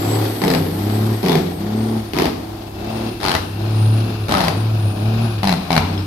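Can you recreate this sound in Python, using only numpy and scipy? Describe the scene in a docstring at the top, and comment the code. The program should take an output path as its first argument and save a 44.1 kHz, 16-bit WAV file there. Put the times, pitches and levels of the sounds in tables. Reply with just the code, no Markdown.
"""An exhaust drones, an engine rushes and a turbo whistles: a heavy diesel dump truck passes close by
and pulls away up a road through seven quick gear changes. Periodic firing drives the pipe resonances.
At each change the revs fall and the engine brake barks: the cylinders dump compressed air, and a volley
of shocks cracks from the stacks and echoes off trees and road. Late on a panel whines and a loose
fitting clinks. Two unlike microphone ports hear it over a low background rumble."""
import sys
import numpy as np
from scipy import signal
from scipy.fft import rfft, irfft
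from scipy.io import wavfile
from scipy.ndimage import uniform_filter1d

SR = 44100
rng = np.random.default_rng(int(sys.argv[2]) if len(sys.argv) > 2 else 0)


def store_pcm(level_fs):
    """Save levels as 16-bit WAV."""
    pcm = np.round(np.clip(level_fs, -1, 1) * 32767).astype(np.int16)
    wavfile.write(sys.argv[1], SR, np.atleast_2d(pcm).T)


N = 267246
TIME = np.arange(N) / SR
HZ = np.fft.rfftfreq(N, 1 / SR)
BRAKE_SAG_HZ_PER_S = 140
RUSH_TAIL_S = 0.057  # gas still flows after the last crack

# Presses of the throttle; levels are relative: (start [s], firing rate then [Hz], top reached [s],
# top rate [Hz], foot lifts [s], firing note [dB], octave [dB], roar [dB], rasp [dB], machinery [dB],
# whistle [dB], turbo surge [Hz])
PULLS = [(0.0, 101.1, 0.1327, 107.9, 0.25, -19.5, -50, -19.5, -29.5, -33.5, -39.5, 740),
         (0.718, 93.93, 1.06, 110.1, 1.12, -18, -22.5, -23, -31.5, -38, -48, 524),
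         (1.519, 89.7, 1.84, 111.2, 1.97, -25.5, -19.5, -25, -32, -40, -46, 1035),
         (2.32, 85.64, 2.5, 104.3, 2.44, -54, -45, -48, -52, -63, -62, 110),
         (2.79, 99.48, 3.0, 112.4, 3.07, -30.5, -26, -25.5, -30.5, -37.5, -48, 880),
         (3.43, 92.8, 3.73, 108.3, 4.11, -18.5, -32, -30.5, -34, -42, -44.5, 1100),
         (4.48, 92.04, 4.68, 109.6, 4.75, -17, -38, -51, -56, -49, -66, 56),
         (4.959, 101.1, 5.24, 112.9, 5.26, -18, -23, -32, -32.5, -40, -46, 1252),
         (5.58, 89.2, 5.64, 96.36, 5.93, -37, -45, -62, -37, -41.5, -62, 2),
         (5.83, 88.9, 5.97, 95.9, 6, -25.5, -31, -29.5, -39.5, -59, -54, 1.85)]
# Barks of the engine brake; levels are relative: (first crack [s], last crack [s], cracks [count],
# first cylinder [index, rounded], time to bite [s], fade [dB/s], crack [dB], gas rush [dB], boom [dB],
# 2nd harmonic [dB], 3rd harmonic [dB], blare [dB], low resonance [Hz], lift [dB], high resonance [Hz],
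# lift [dB])
BRAKES = [(0.4178, 0.5488, 13, 0.5, 0.0031, -14, -4, -29, -20, -20, -22.5, -28, 466, 7.5, 2020, 1.5),
          (1.2294, 1.3665, 13, -1.5, 0.0057, -9, -5.5, -28.5, -21, -18, -26, -25.5, 373, 8, 1300, -1),
          (2.1336, 2.2668, 13, -1, 0.026, 8, -2.5, -28.5, -24.5, -42, -25.5, -27, 310, 6, 1300, 2),
          (3.2008, 3.3635, 16, -1, 0.034, 1, -4.5, -29.5, -50, -54, -35.5, -28, 1270, 0.5, 2020, -2),
          (4.2825, 4.483, 20, 1.5, 0.017, 15, -6.5, -26.5, -30.5, -22, -38, -27, 393.6, 5.5, 589, 5.5),
          (5.4314, 5.537, 11, 1, 0.008, 21, -8, -49, -36.5, -19.5, -48, -34, 810, 1.5, 2450, 4),
          (5.7052, 5.7772, 7, 2.5, 0.0037, 9, -8, -30, -28, -23, -27.5, -29, 840, 1.5, 2340, 5.5)]
# Spectrum of the brake's gas release from behind the truck: (frequency [Hz], level [dB])
CRACK_BEHIND = [(25,-34),(70,4.5),(180,4),(420,-7),(750,-2.5),(1000,-4),(1400,-3.5),(1900,-7),(2400,-9),(3550,-12),(4150,-10),(5200,-13),(7200,-24.5),(12000,-19.5),(15500,-42)]


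def amp(db):
    """Amplitude ratio: tenfold for every 20 dB."""
    return 10 ** (np.asarray(db) / 20)


def unit(x):
    """Normalisation to rms 1."""
    return x / np.sqrt(np.mean(x ** 2) + 1e-20)


def at_hz(points, hz):
    """Interpolation of a spectrum on a log-frequency axis."""
    f, value = np.transpose(points)
    return np.interp(np.log(hz + 1), np.log(f), value)


def curves(rows):
    """Linear interpolation of each column of a time table."""
    s, *columns = np.transpose(rows)
    return [np.interp(TIME, s, c) for c in columns]


def bumps(rows):
    """Superposition of Gaussian bumps: (time [s], half width [s], height)."""
    return sum(height * np.exp(-((TIME - s) / width_s) ** 2) for s, width_s, height in rows)


def colour(x, points):
    """Minimum-phase filtering: the phase follows from the given magnitude spectrum."""
    gain_db = np.maximum(at_hz(points, abs(np.fft.fftfreq(N, 1 / SR))), -100)
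    response = np.exp(np.conj(signal.hilbert(np.log(amp(gain_db)))))[:len(HZ)]
    return irfft(rfft(x) * response, N)


def wander(hz):
    """Random modulation: noise of rms 1, low-passed near hz."""
    return unit(irfft(rfft(rng.standard_normal(N)) * np.exp(-(HZ / hz) ** 2), N))


def narrowband(phase, width_hz):
    """Random quadrature modulation broadens a tone into a band."""
    return wander(width_hz) * np.cos(phase) + wander(width_hz) * np.sin(phase)


def turbulence():
    """Diffuse-field coherence: white noise at both ports, alike only in the bass."""
    # Likeness of the ports: (frequency [Hz], coherence [0-1])
    likeness = [(100,0.97),(280,0.95),(450,0),(700,0.11),(2000,0),(8000,0)]
    a, b = rfft(rng.standard_normal((2, N)))
    same = np.clip(at_hz(likeness, HZ), 0, 1)
    return irfft(np.array([a, same * a + np.sqrt(1 - same ** 2) * b]), N)


def ports(x, lag_s=0.001008, shade_hz=520):
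    """Acoustic shadow: bass reaches both ports at once, treble gets to the shaded right one late."""
    direct = 1 / (1 + (HZ / shade_hz) ** 4)
    delayed = (1 - direct) * np.exp(-2j * np.pi * HZ * lag_s)
    return np.array([x, irfft(rfft(x) * (direct + delayed), N)])


def heading(x, beside, behind):
    """Directivity: the truck sounds deep from beside and harder once it shows its back."""
    turned = np.clip((TIME - 2.3) / 1.94, 0, 1)
    return (1 - turned) * colour(x, beside) + turned * colour(x, behind)


def climb_left(start, top_s, ease=1.7):
    """Power-law approach to top revs: 1 at the start of a pull, 0 from the top on."""
    return np.clip((top_s - TIME) / (top_s - start), 0, None) ** ease


def engine_speed(hunt=0.00787, fall_ease=1.25, shift_s=0.05):
    """The firing rate [Hz] is the fundamental: it climbs in each pull, falls, and rests for the shift."""
    firing_hz = np.zeros(N)
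    for (start, low_hz, top_s, top_hz, lift, *_), after in zip(PULLS, PULLS[1:] + [None]):
        hz = top_hz - (top_hz - low_hz) * climb_left(start, top_s)
        if after:
            next_start, next_hz = after[:2]
            fallen = np.clip((TIME - lift) / (next_start - shift_s - lift), 0, 1) ** fall_ease
            hz -= (top_hz - next_hz) * fallen
        firing_hz = np.where(TIME >= start, hz, firing_hz)
    return firing_hz * (1 + hunt * wander(6.56))


def under_load(tops_db, coasting_db, swell_db, release_db_per_s):
    """Powers add: a layer's level [dB] is its coasting floor plus a swell and decay for each pull."""
    power = amp(coasting_db) ** 2
    for (start, _, top_s, _, lift, *_), top_db in zip(PULLS, tops_db):
        released_db = release_db_per_s * np.maximum(TIME - lift, 0)
        level_db = top_db - swell_db * climb_left(start, top_s) - released_db
        power = power + amp(np.maximum(level_db, -120)) ** 2
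    return 10 * np.log10(power)


def drone(turns, note_db, octave_db):
    """Periodic outflow sounds the firing note and its octave, throbbing once per six-firing cycle."""
    # Brief swells and dips of the note: (time [s], half width [s], gain [dB])
    swells = [(0.63, 0.043, 9), (3.88, 0.13, 6), (4.1, 0.042, -7.5), (4.241, 0.051, 10),
              (4.87, 0.061, 12.5), (5.06, 0.069, 5), (5.4, 0.072, 9.5), (5.82, 0.061, 9.5),
              (1.83, 0.09, 2.5), (6.0, 0.077, 5)]
    waver_db = .9 * wander(22) + .4 * np.sin(2 * np.pi * turns / 6)
    note = amp(note_db + bumps(swells) + waver_db) * np.sin(2 * np.pi * turns)
    octave = amp(octave_db - 1 + waver_db) * np.sin(4 * np.pi * turns)
    return np.sqrt(2) * (note + octave)


def orders(turns, crank_db, cycle_db):
    """Engine orders: unequal cylinders add crank and cycle harmonics between those of the firing."""
    cycle = 2 * np.pi * turns / 6 + .007 * wander(18)
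    swell = amp(3 * wander(6))
    out = np.zeros(N)
    for k in range(7, 90):
        if k != 12:  # the firing octave belongs to the drone and the hoot
            weight = amp(cycle_db if k % 2 else crank_db if k % 3 else 0)
            own_swell = np.roll(swell, rng.integers(N))
            out += weight * own_swell * np.cos(k * cycle + rng.uniform(0, 2 * np.pi))
    return out


def firings(turns, uneven, length):
    """Amplitude modulation by six unequal cylinders; length is the decay time in firing periods."""
    count = turns.astype(int)
    cylinder_db = np.array([-0.54, -0.051, 0.84, 0.24, -0.14, -0.094])
    size_db = cylinder_db[count % 6] + rng.standard_normal(N)[count]
    return unit(amp(uneven * size_db) * np.exp(-(turns % 1) / length))


def exhaust(turns, roar_db, rasp_db):
    """Pipe resonance: engine orders and rough gas puffs excite a low roar and a higher rasp."""
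    # Pipe responses: (frequency [Hz], gain [dB])
    roar_beside = [(70,-59),(135,-5.5),(180,-4),(300,2.5),(450,-1),(560,-3.5),(900,-33.5)]
    roar_behind = [(70,-54),(135,2.5),(180,4.5),(300,0),(400,-1.5),(480,-1),(560,-4),(900,-33.5)]
    rasp_band = [(400,-25),(580,4.5),(730,4),(900,-5.5),(1100,-10),(1450,-13),(2200,-34)]
    growl = ports(orders(turns, crank_db=-2, cycle_db=-12))
    gas = turbulence() * firings(turns, uneven=2.0, length=0.44)
    roar = unit(heading(growl, roar_beside, roar_behind))
    roar += amp(-10) * unit(heading(gas, roar_beside, roar_behind))
    rasp = amp(-4) * unit(colour(growl, rasp_band)) + amp(-5) * unit(colour(gas, rasp_band))
    return amp(roar_db - 0.5) * roar + amp(rasp_db + 2.5) * rasp


def machinery(turns, level_db):
    """Weakly modulated noise: an almost steady, slightly rough mechanical rush from the engine."""
    # Spectra of the rush: (frequency [Hz], level [dB])
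    rush_beside = [(760, -27), (1300, 0), (1740, -2), (1810, -1), (2810, -7), (3320, -4.5), (4110, -6.5),
                   (4590, -5.5), (7020, -16), (7500, -20), (9750, -54), (16500, -120)]
    rush_behind = [(800,-8),(1200,6.5),(1600,3.5),(2050,-5.5),(2450,2.5),(2720,3.5),(2950,-1.5),(4200,-0.5),(4600,-4),(5000,-2),(5700,-9),(7500,-17),(10000,-63)]
    rough_noise = turbulence() * firings(turns, uneven=1.08, length=22.0)
    return amp(level_db + 2) * unit(heading(rough_noise, rush_beside, rush_behind))


def fan(turns, top_db=-30, db_per_hz=0.22):
    """Blade-passing tone: the engine-driven fan hums, louder at high revs."""
    # The fan gains on the engine as its clutch takes hold: (time [s], blade passes [per firing])
    fan_ratio = [(0.2, 2.83), (0.8, 3.18), (1.9, 3.25), (5.2, 3.2)]
    firing_hz = np.gradient(turns) * SR
    passes = np.cumsum(firing_hz * curves(fan_ratio)[0]) / SR
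    hum = np.sin(2 * np.pi * passes + .4 * wander(12)) * amp(2 * wander(5))
    return ports(amp(top_db + db_per_hz * (firing_hz - firing_hz.max())) * hum)


def turbo_speed(surges_hz, up_s=0.36, down_s=0.26, lag_s=0.034):
    """Turbo lag: the blade pitch [Hz] rises late in each pull and peaks just after the foot lifts."""
    # Pitch between surges: (time [s], frequency [Hz])
    base_pitch = [(0, 7330), (0.52, 7760), (0.72, 8340), (0.88, 7860), (1.33, 7570), (1.55, 8400),
                  (1.7, 8030), (2.4, 8800), (2.8, 8280), (3.5, 9160), (4.95, 9370), (6.06, 8500)]
    hz = curves(base_pitch)[0]
    for (_, _, _, _, lift, *_), surge_hz in zip(PULLS, surges_hz):
        hz += np.interp(TIME - lift - lag_s, [-up_s, 0, down_s], [0, surge_hz, 0])
    return uniform_filter1d(hz, size=3000)


def turbo(blade_hz, whistle_db, hiss_db):
    """Spectral broadening: a fuzzy blade whistle with a wide skirt, over the hiss of intake air."""
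    # Intake noise: (frequency [Hz], level [dB])
    intake = [(5000,-9.5),(7000,-12),(9500,-5),(11000,2.5),(12000,8),(13200,0.5),(15000,-11),(16000,-33)]
    phase = 2 * np.pi * np.cumsum(blade_hz) / SR
    core = np.array([narrowband(phase, 130) for _ in range(2)])
    skirt = np.array([narrowband(phase, 500) for _ in range(2)])
    flutter_db = 3.1 * wander(9.3) + 1.8 * wander(4)
    whistle = amp(whistle_db + flutter_db) * (amp(-2) * core + amp(-6) * skirt)
    return whistle + amp(hiss_db) * unit(colour(turbulence(), intake))


def rumble():
    """Ambient noise: a low background rumble comes up slightly, then holds steady."""
    # Background spectrum: (frequency [Hz], level [dB])
    background = [(25,-39),(42,-12),(53,-13.5),(66,-6.5),(85,-15.5),(130,-14),(220,-39),(500,-47)]
    level_db = np.interp(TIME, [1, 2], [-41, -38])
    return amp(level_db) * unit(colour(turbulence(), background))


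def lulls(fuel_cut_db=-6):
    """Weaker excitation: the engine's gain dips between gears and while the brake cuts the fuel."""
    # Dips between gears: (time [s], half width [s], gain [dB])
    gear_dips = [(0.71,0.041,-2.5),(1.56,0.026,-6),(2.72,0.057,-3.5),(3.15,0.056,-1.5),(3.5,0.08,-6),(4.95,.03,-1),(5.65,0.05,-2)]
    fuel_cuts = [((start + end) / 2, (end - start) / 2, fuel_cut_db) for start, end, *_ in BRAKES]
    return amp(bumps(gear_dips) + bumps(fuel_cuts))


def opening_rate(start, end, count):
    """Uniform deceleration: a bark opens at its mean firing rate [Hz] plus half the sag."""
    return (count - 1) / (end - start) + BRAKE_SAG_HZ_PER_S * (end - start) / 2


def volleys(bite_db_per_s=205):
    """Slowing pulse trains, (time [s], level [dB]): cracks grow as the brake bites, then fade or swell."""
    # Crack strength in firing order, every third weak: (level [dB])
    cylinders_db = [0, -9, -2, -0.5, -9, -2]
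    shots = []
    for start, end, count, first, bite_s, fade, peak_db, *_ in BRAKES:
        first_hz = opening_rate(start, end, count)
        for k in range(count):
            hz = np.sqrt(first_hz ** 2 - 2 * BRAKE_SAG_HZ_PER_S * k)
            age = (first_hz - hz) / BRAKE_SAG_HZ_PER_S
            drop_db = bite_db_per_s * max(bite_s - age, 0) + fade * max(age - bite_s, 0)
            shots.append((start + age, peak_db + cylinders_db[(round(first) + k) % 6] - drop_db))
    return shots


def ring(modes):
    """Free vibration: struck metal sounds a sum of damped modes."""
    return sum(amp(db - 60 * TIME / t60) * np.sin(2 * np.pi * hz * TIME) for hz, db, t60 in modes)


def cracks(spray_db=-15, spray_s=0.0036, bounce_s=0.0044, bounce=0.11, front_s=18e-6, steepen=2.4):
    """Shock waves: each dump of compressed air cracks, reflects off the body, sprays and rings the pipe."""
    # The hardest cracks: (time [s], shock level [dB], spray relative to it [dB])
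    reports = [(0.417,-0.5,0.5),(0.4373,1,0.5),(0.448,-1,0),(0.479,3.5,-2),(0.5015,0.5,2),(0.513,1.5,0),(0.5367,2.5,-1),(0.5487,3.5,-1),
               (1.2290,-4,0),(1.261,-3,3),(1.283,-0.5,2.5),(1.2945,-2.5,5),(1.3176,-0.5,2.5),(1.3289,-2,1),(1.3535,1,0.5),
               (2.134,-4.5,2),(2.1658,-3,-2),(2.1861,7,-4),(2.1973,2.5,-0.5),(2.2198,2,1),(2.2547,0,2.5),
               (3.2306,-2,-3),(3.2506,-1.5,-2),(3.2613,0.5,-4),(3.2827,2,-3.5),(3.2934,1,-3),(3.3156,1,-2.5),(3.3499,-1,2.5),
               (4.3213,-0.5,-4),(4.3400,-1.5,-6),(4.4045,-5,1),(4.4384,-7,-3),(4.4816,-2.5,-1),
               (5.431,-6.5,-0.5),(5.4415,-7,-2),(5.4721,-3,-2.5),(5.4925,-2.5,-3),(5.5250,-5,-1),
               (5.7047,-4.5,-4),(5.7282,-3,-3),(5.7401,-8.5,-3),(5.7640,-3.5,0),(5.7770,-2.5,1)]
    # Crack spectrum from beside the truck: (frequency [Hz], level [dB])
    crack_beside = [(60,-54),(190,-2.5),(390,-2.5),(560,-15.5),(750,-9),(1150,-13.5),(1420,-20),(1750,-16.5),(2250,-16),(3000,-21),(4900,-20),(8000,-37),(12000,-27.5),(15500,-35)]
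    # Modes of the stack pipes: (frequency [Hz], level [dB], t60 [s])
    stack_modes = [(738,-16,0.021),(884,-18.5,0.013),(2240,-36,0.045),(4067,-23,0.024),(4950,-30.5,0.024)]
    # How squarely the stack mouths face the listener: (time [s], ring gain [dB])
    facing = [(2,-32),(3.3,-39),(4.4,-2),(5.5,8.5)]
    shocks, bounces, gas = np.zeros((3, N))
    age = TIME[:64]
    ordinary = [(s, db, 0) for s, db in volleys() if min(abs(s - row[0]) for row in reports) > .005]
    shots = reports + ordinary
    for (s, db, gas_db), path in zip(shots, rng.uniform(0.36, 1.2, len(shots))):
        front = np.exp(-age * amp(steepen * db) / front_s)  # strong shocks steepen, weak ones stay dull
        front *= amp(db + 1) / front.sum()
        at = round((s + .0008) * SR)
        shocks[at:][:len(age)] += front
        gas[at:][:len(age)] += amp(gas_db) * front
        bounces[at + round(path * bounce_s * SR):][:len(age)] -= bounce * front
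    spray = signal.lfilter([1], [1, -np.exp(-1 / (spray_s * SR))], gas) * turbulence()
    air = heading(ports(shocks + bounces) + amp(spray_db) * spray, crack_beside, CRACK_BEHIND)
    impulse_peak = abs(colour(1. * (TIME == 0), CRACK_BEHIND)).max()
    metal = ports(signal.fftconvolve(shocks, ring(stack_modes))[:N]) * amp(curves(facing)[0])
    return air / impulse_peak + metal


def brake_flow(open_s=0.0064, close_s=0.04, linger_db=2, fade_db_per_s=83):
    """Valve gating: gains of rush, boom, two hoots and blare while the brake is open; the boom lingers."""
    gains = np.zeros((5, N))
    for start, end, _, _, bite_s, _, _, rush_db, boom_db, octave_db, third_db, blare_db, *_ in BRAKES:
        rise = (TIME - start) / (bite_s + open_s)
        fall = (end + RUSH_TAIL_S - TIME) / close_s
        opening = np.clip(np.minimum(rise, fall), 0, 1)
        linger = (TIME > end) * amp(linger_db - fade_db_per_s * abs(TIME - end))
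        gains += [amp(rush_db) * opening, amp(boom_db) * np.maximum(opening, linger),
                  amp(octave_db) * opening, amp(third_db) * opening, amp(blare_db) * opening]
    return gains


def braking_speed():
    """Uniform deceleration: the firing rate [Hz] sags through each bark until the gas stops."""
    hz = np.full(N, opening_rate(*BRAKES[0][:3]))
    for start, end, count, *_ in BRAKES:
        sag = BRAKE_SAG_HZ_PER_S * (np.minimum(TIME, end + RUSH_TAIL_S) - start)
        hz = np.where(TIME >= start, opening_rate(start, end, count) - sag, hz)
    return hz


def blowdown():
    """Forced oscillation: gas rushes out, and the stack booms, hoots and blares on falling harmonics."""
    # Stack responses for the boom and the brassy blare: (frequency [Hz], gain [dB])
    boom_beside = [(90,-35),(150,6.5),(200,-4.5),(300,-19),(400,-7),(520,-11),(750,-29),(1100,-30),(2000,-43)]
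    boom_behind = [(90,-22),(150,-1),(200,-4),(300,-6),(400,-6.5),(520,-10),(750,-11),(1100,-3.5),(2000,-52)]
    blare_band = [(250,-25),(420,-2.5),(700,2.5),(950,-3.5),(1300,-16.5),(2000,-21.5)]
    rush, boom, octave, third, blare = brake_flow()
    turns = np.cumsum(braking_speed()) / SR
    puffs = turbulence() * firings(turns, uneven=1.2, length=2.0)
    growl = ports(orders(turns, crank_db=-4, cycle_db=-13))
    brass = ports(orders(turns, crank_db=-11, cycle_db=-20))
    hoot = ports(octave * np.sin(2 * np.pi * 2 * turns) + third * np.sin(2 * np.pi * 3 * turns))
    return (rush * unit(colour(puffs, CRACK_BEHIND)) + amp(1) * hoot
            + blare * unit(colour(brass, blare_band))
            + amp(-2) * boom * unit(heading(growl, boom_beside, boom_behind)))


def hollow(brake, low_q=5, high_q=7):
    """Formants: two resonant bands, lifted or cut, give each bark its own hollow colour."""
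    out = brake
    ends = [row[0] for row in BRAKES[1:]] + [np.inf]
    for (start, *_, low_hz, low_db, high_hz, high_db), end in zip(BRAKES, ends):
        bark = brake * ((TIME >= start) & (TIME < end))
        for hz, db, q in (low_hz, low_db, low_q), (high_hz, high_db, high_q):
            out = out + (amp(db) - 1) * signal.lfilter(*signal.iirpeak(hz, q, fs=SR), bark)
    return out


def street_echo(x, delay_s=0.0022):
    """Reverberation: trees and road return a diffuse tail, each band dying at its own rate."""
    # Decay of the echo: (frequency [Hz], t60 [s])
    decay = [(150,0.79),(700,0.68),(4000,0.62),(12000,0.6)]
    hz, t, bands = signal.stft(turbulence()[:, :SR], SR, nperseg=256)
    tail = signal.istft(bands * amp(-60 * t / at_hz(decay, hz)[:, None]), SR, nperseg=256)[1]
    tail *= np.clip(np.arange(tail.shape[1]) / SR / delay_s - 1, 0, 1)
    echo = signal.fftconvolve(x, tail / np.linalg.norm(tail[0]), axes=1)[:, :N]
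    return colour(echo, [(170, -8), (330, -2.5), (700, -6.5), (3000, -5.5)])


def zings(width_hz=110):
    """Shock excitation: the stack or loose sheet metal buzzes on after a crack."""
    # Excited modes: (time [s], frequency [Hz], level [dB], t60 [s])
    modes = [(0.48,4950,-42,0.17),(0.502,3950,-37,.22),(1.284,3480,-29,0.5),(1.354,386.6,-22,.6),(2.187,2650,-41,.25),(3.283,4400,-28,.25),(3.351,2020,-24,0.12),(4.34,1300,-21,0.41)]
    out = np.zeros(N)
    buzz = wander(width_hz) + 1j * wander(width_hz)
    for s, hz, db, t60 in modes:
        age = np.maximum(TIME - s, 0)
        out += (TIME > s) * amp(db - 60 * age / t60) * (buzz * np.exp(2j * np.pi * hz * age)).real
    return ports(out)


def afterbarks(thump_hz=60, thump_s=0.011):
    """Glide and damped pulse: a low hoot rises as the engine picks up, or a dull thump ends a bark."""
    # Rising hoots: (start [s], end [s], first pitch [Hz], last pitch [Hz], level [dB])
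    hoots = [(0.54, 0.82, 144, 177, -22), (5.466, 5.638, 175, 186, -21.5)]
    # Thumps as the brake shuts: (time [s], level [dB])
    thumps = [(2.263, -27), (5.775, -20)]
    out = np.zeros(N)
    for start, end, first_hz, last_hz, db in hoots:
        along = np.clip((TIME - start) / (end - start), 0, 1)
        phase = 2 * np.pi * np.cumsum(first_hz + (last_hz - first_hz) * along) / SR
        out += amp(db) * np.sin(np.pi * along) * np.sin(phase)
    for s, db in thumps:
        age = np.maximum(TIME - s, 0)
        envelope = age / thump_s * np.exp(1 - age / thump_s)
        out += amp(db) * envelope * np.sin(2 * np.pi * thump_hz * age)
    return ports(out)


def panel_whine(machinery_db):
    """Panel resonance: a thin, drifting tone follows the machinery's level once the truck is past."""
    # Pitch of the panel: (time [s], frequency [Hz])
    pitch = [(2.9,2650),(3.8,2775),(4.6,2535),(5.2,2460),(6.06,2374)]
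    phase = 2 * np.pi * np.cumsum(curves(pitch)[0]) / SR
    gone_past = np.interp(TIME, [2.5, 2.9], [0, 1])
    return ports(amp(machinery_db - 8) * gone_past * narrowband(phase, width_hz=55))


def clinks():
    """Impact excitation: a loose fitting is jolted and rings in its natural modes."""
    # Jolts: (time [s], level [dB])
    jolts = [(5.977,-31.5)]
    # Modes of the fitting: (frequency [Hz], level [dB], t60 [s])
    modes = [(3310,7.5,0.028),(5180,-2.5,.2)]
    return ports(sum(amp(db) * np.interp(TIME - s, TIME, ring(modes), left=0) for s, db in jolts))


def scene():
    """Superposition: the throttle sets the engine's levels, and the brake alone echoes in the street."""
    # Off-throttle levels as the truck passes and recedes:
    # (time [s], roar [dB], rasp [dB], machinery [dB], whistle [dB], hiss [dB])
    coasting = [(0.0, -23, -29.5, -34, -37, -37), (0.55, -27, -34, -36.5, -48, -37.5),
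                (1.4, -31, -37, -38, -51, -42), (1.75, -35, -41.5, -42, -69, -48.5),
                (2.7, -35, -37.5, -43, -63, -52), (3.4, -30.5, -44, -42.5, -56, -51),
                (5.0, -29.5, -34, -43, -45, -50.5), (6.06, -35.5, -48, -45, -63, -53)]
    *_, notes, octaves, roars, rasps, machinery_tops, whistles, surges_hz = np.transpose(PULLS)
    coast_roar, coast_rasp, coast_machinery, coast_whistle, coast_hiss = curves(coasting)
    note_db = under_load(notes, coasting_db=-35, swell_db=10, release_db_per_s=109)
    octave_db = under_load(octaves, coasting_db=-41, swell_db=9, release_db_per_s=211)
    roar_db = under_load(roars, coast_roar, swell_db=9.5, release_db_per_s=134)
    rasp_db = under_load(rasps, coast_rasp, swell_db=7, release_db_per_s=117)
    machinery_db = under_load(machinery_tops, coast_machinery, swell_db=8.5, release_db_per_s=47)
    whistle_db = under_load(whistles, coast_whistle, swell_db=62, release_db_per_s=26)
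    hiss_db = coast_hiss + 0.39 * (machinery_db - coast_machinery)  # the intake draws harder under load
    turns = np.cumsum(engine_speed()) / SR  # phase, one turn per firing
    engine = drone(turns, note_db, octave_db) + exhaust(turns, roar_db, rasp_db)
    engine += machinery(turns, machinery_db)
    brake = hollow(cracks() + blowdown())
    street = street_echo(brake)
    truck = lulls() * (engine + fan(turns)) + panel_whine(machinery_db)
    truck += turbo(turbo_speed(surges_hz), whistle_db, hiss_db)
    return truck + brake + afterbarks() + zings() + street + rumble() + clinks()


def record(dry, edge_hz=15650):
    """Transduction: each port has its own frequency response, then clips and is band-limited."""
    # Left port minus right: (frequency [Hz], level [dB])
    balance = [(120,0.55),(240,1.6),(450,-9.5),(720,6.5),(1100,3),(1500,2.5),(2300,6),(3400,9.5),(4600,11),(6300,3.5),(8500,0),(12000,-4.5),(15000,-1.5)]
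    tilt_db = at_hz(balance, HZ) / 2
    heard = np.clip(irfft(rfft(dry) * amp([tilt_db, -tilt_db]), N), -1, 1)
    lowpass = signal.firwin(511, edge_hz, window=("kaiser", 9), fs=SR)
    return signal.oaconvolve(heard, lowpass[None], "same")


dry = scene()
out = record(dry)
store_pcm(out)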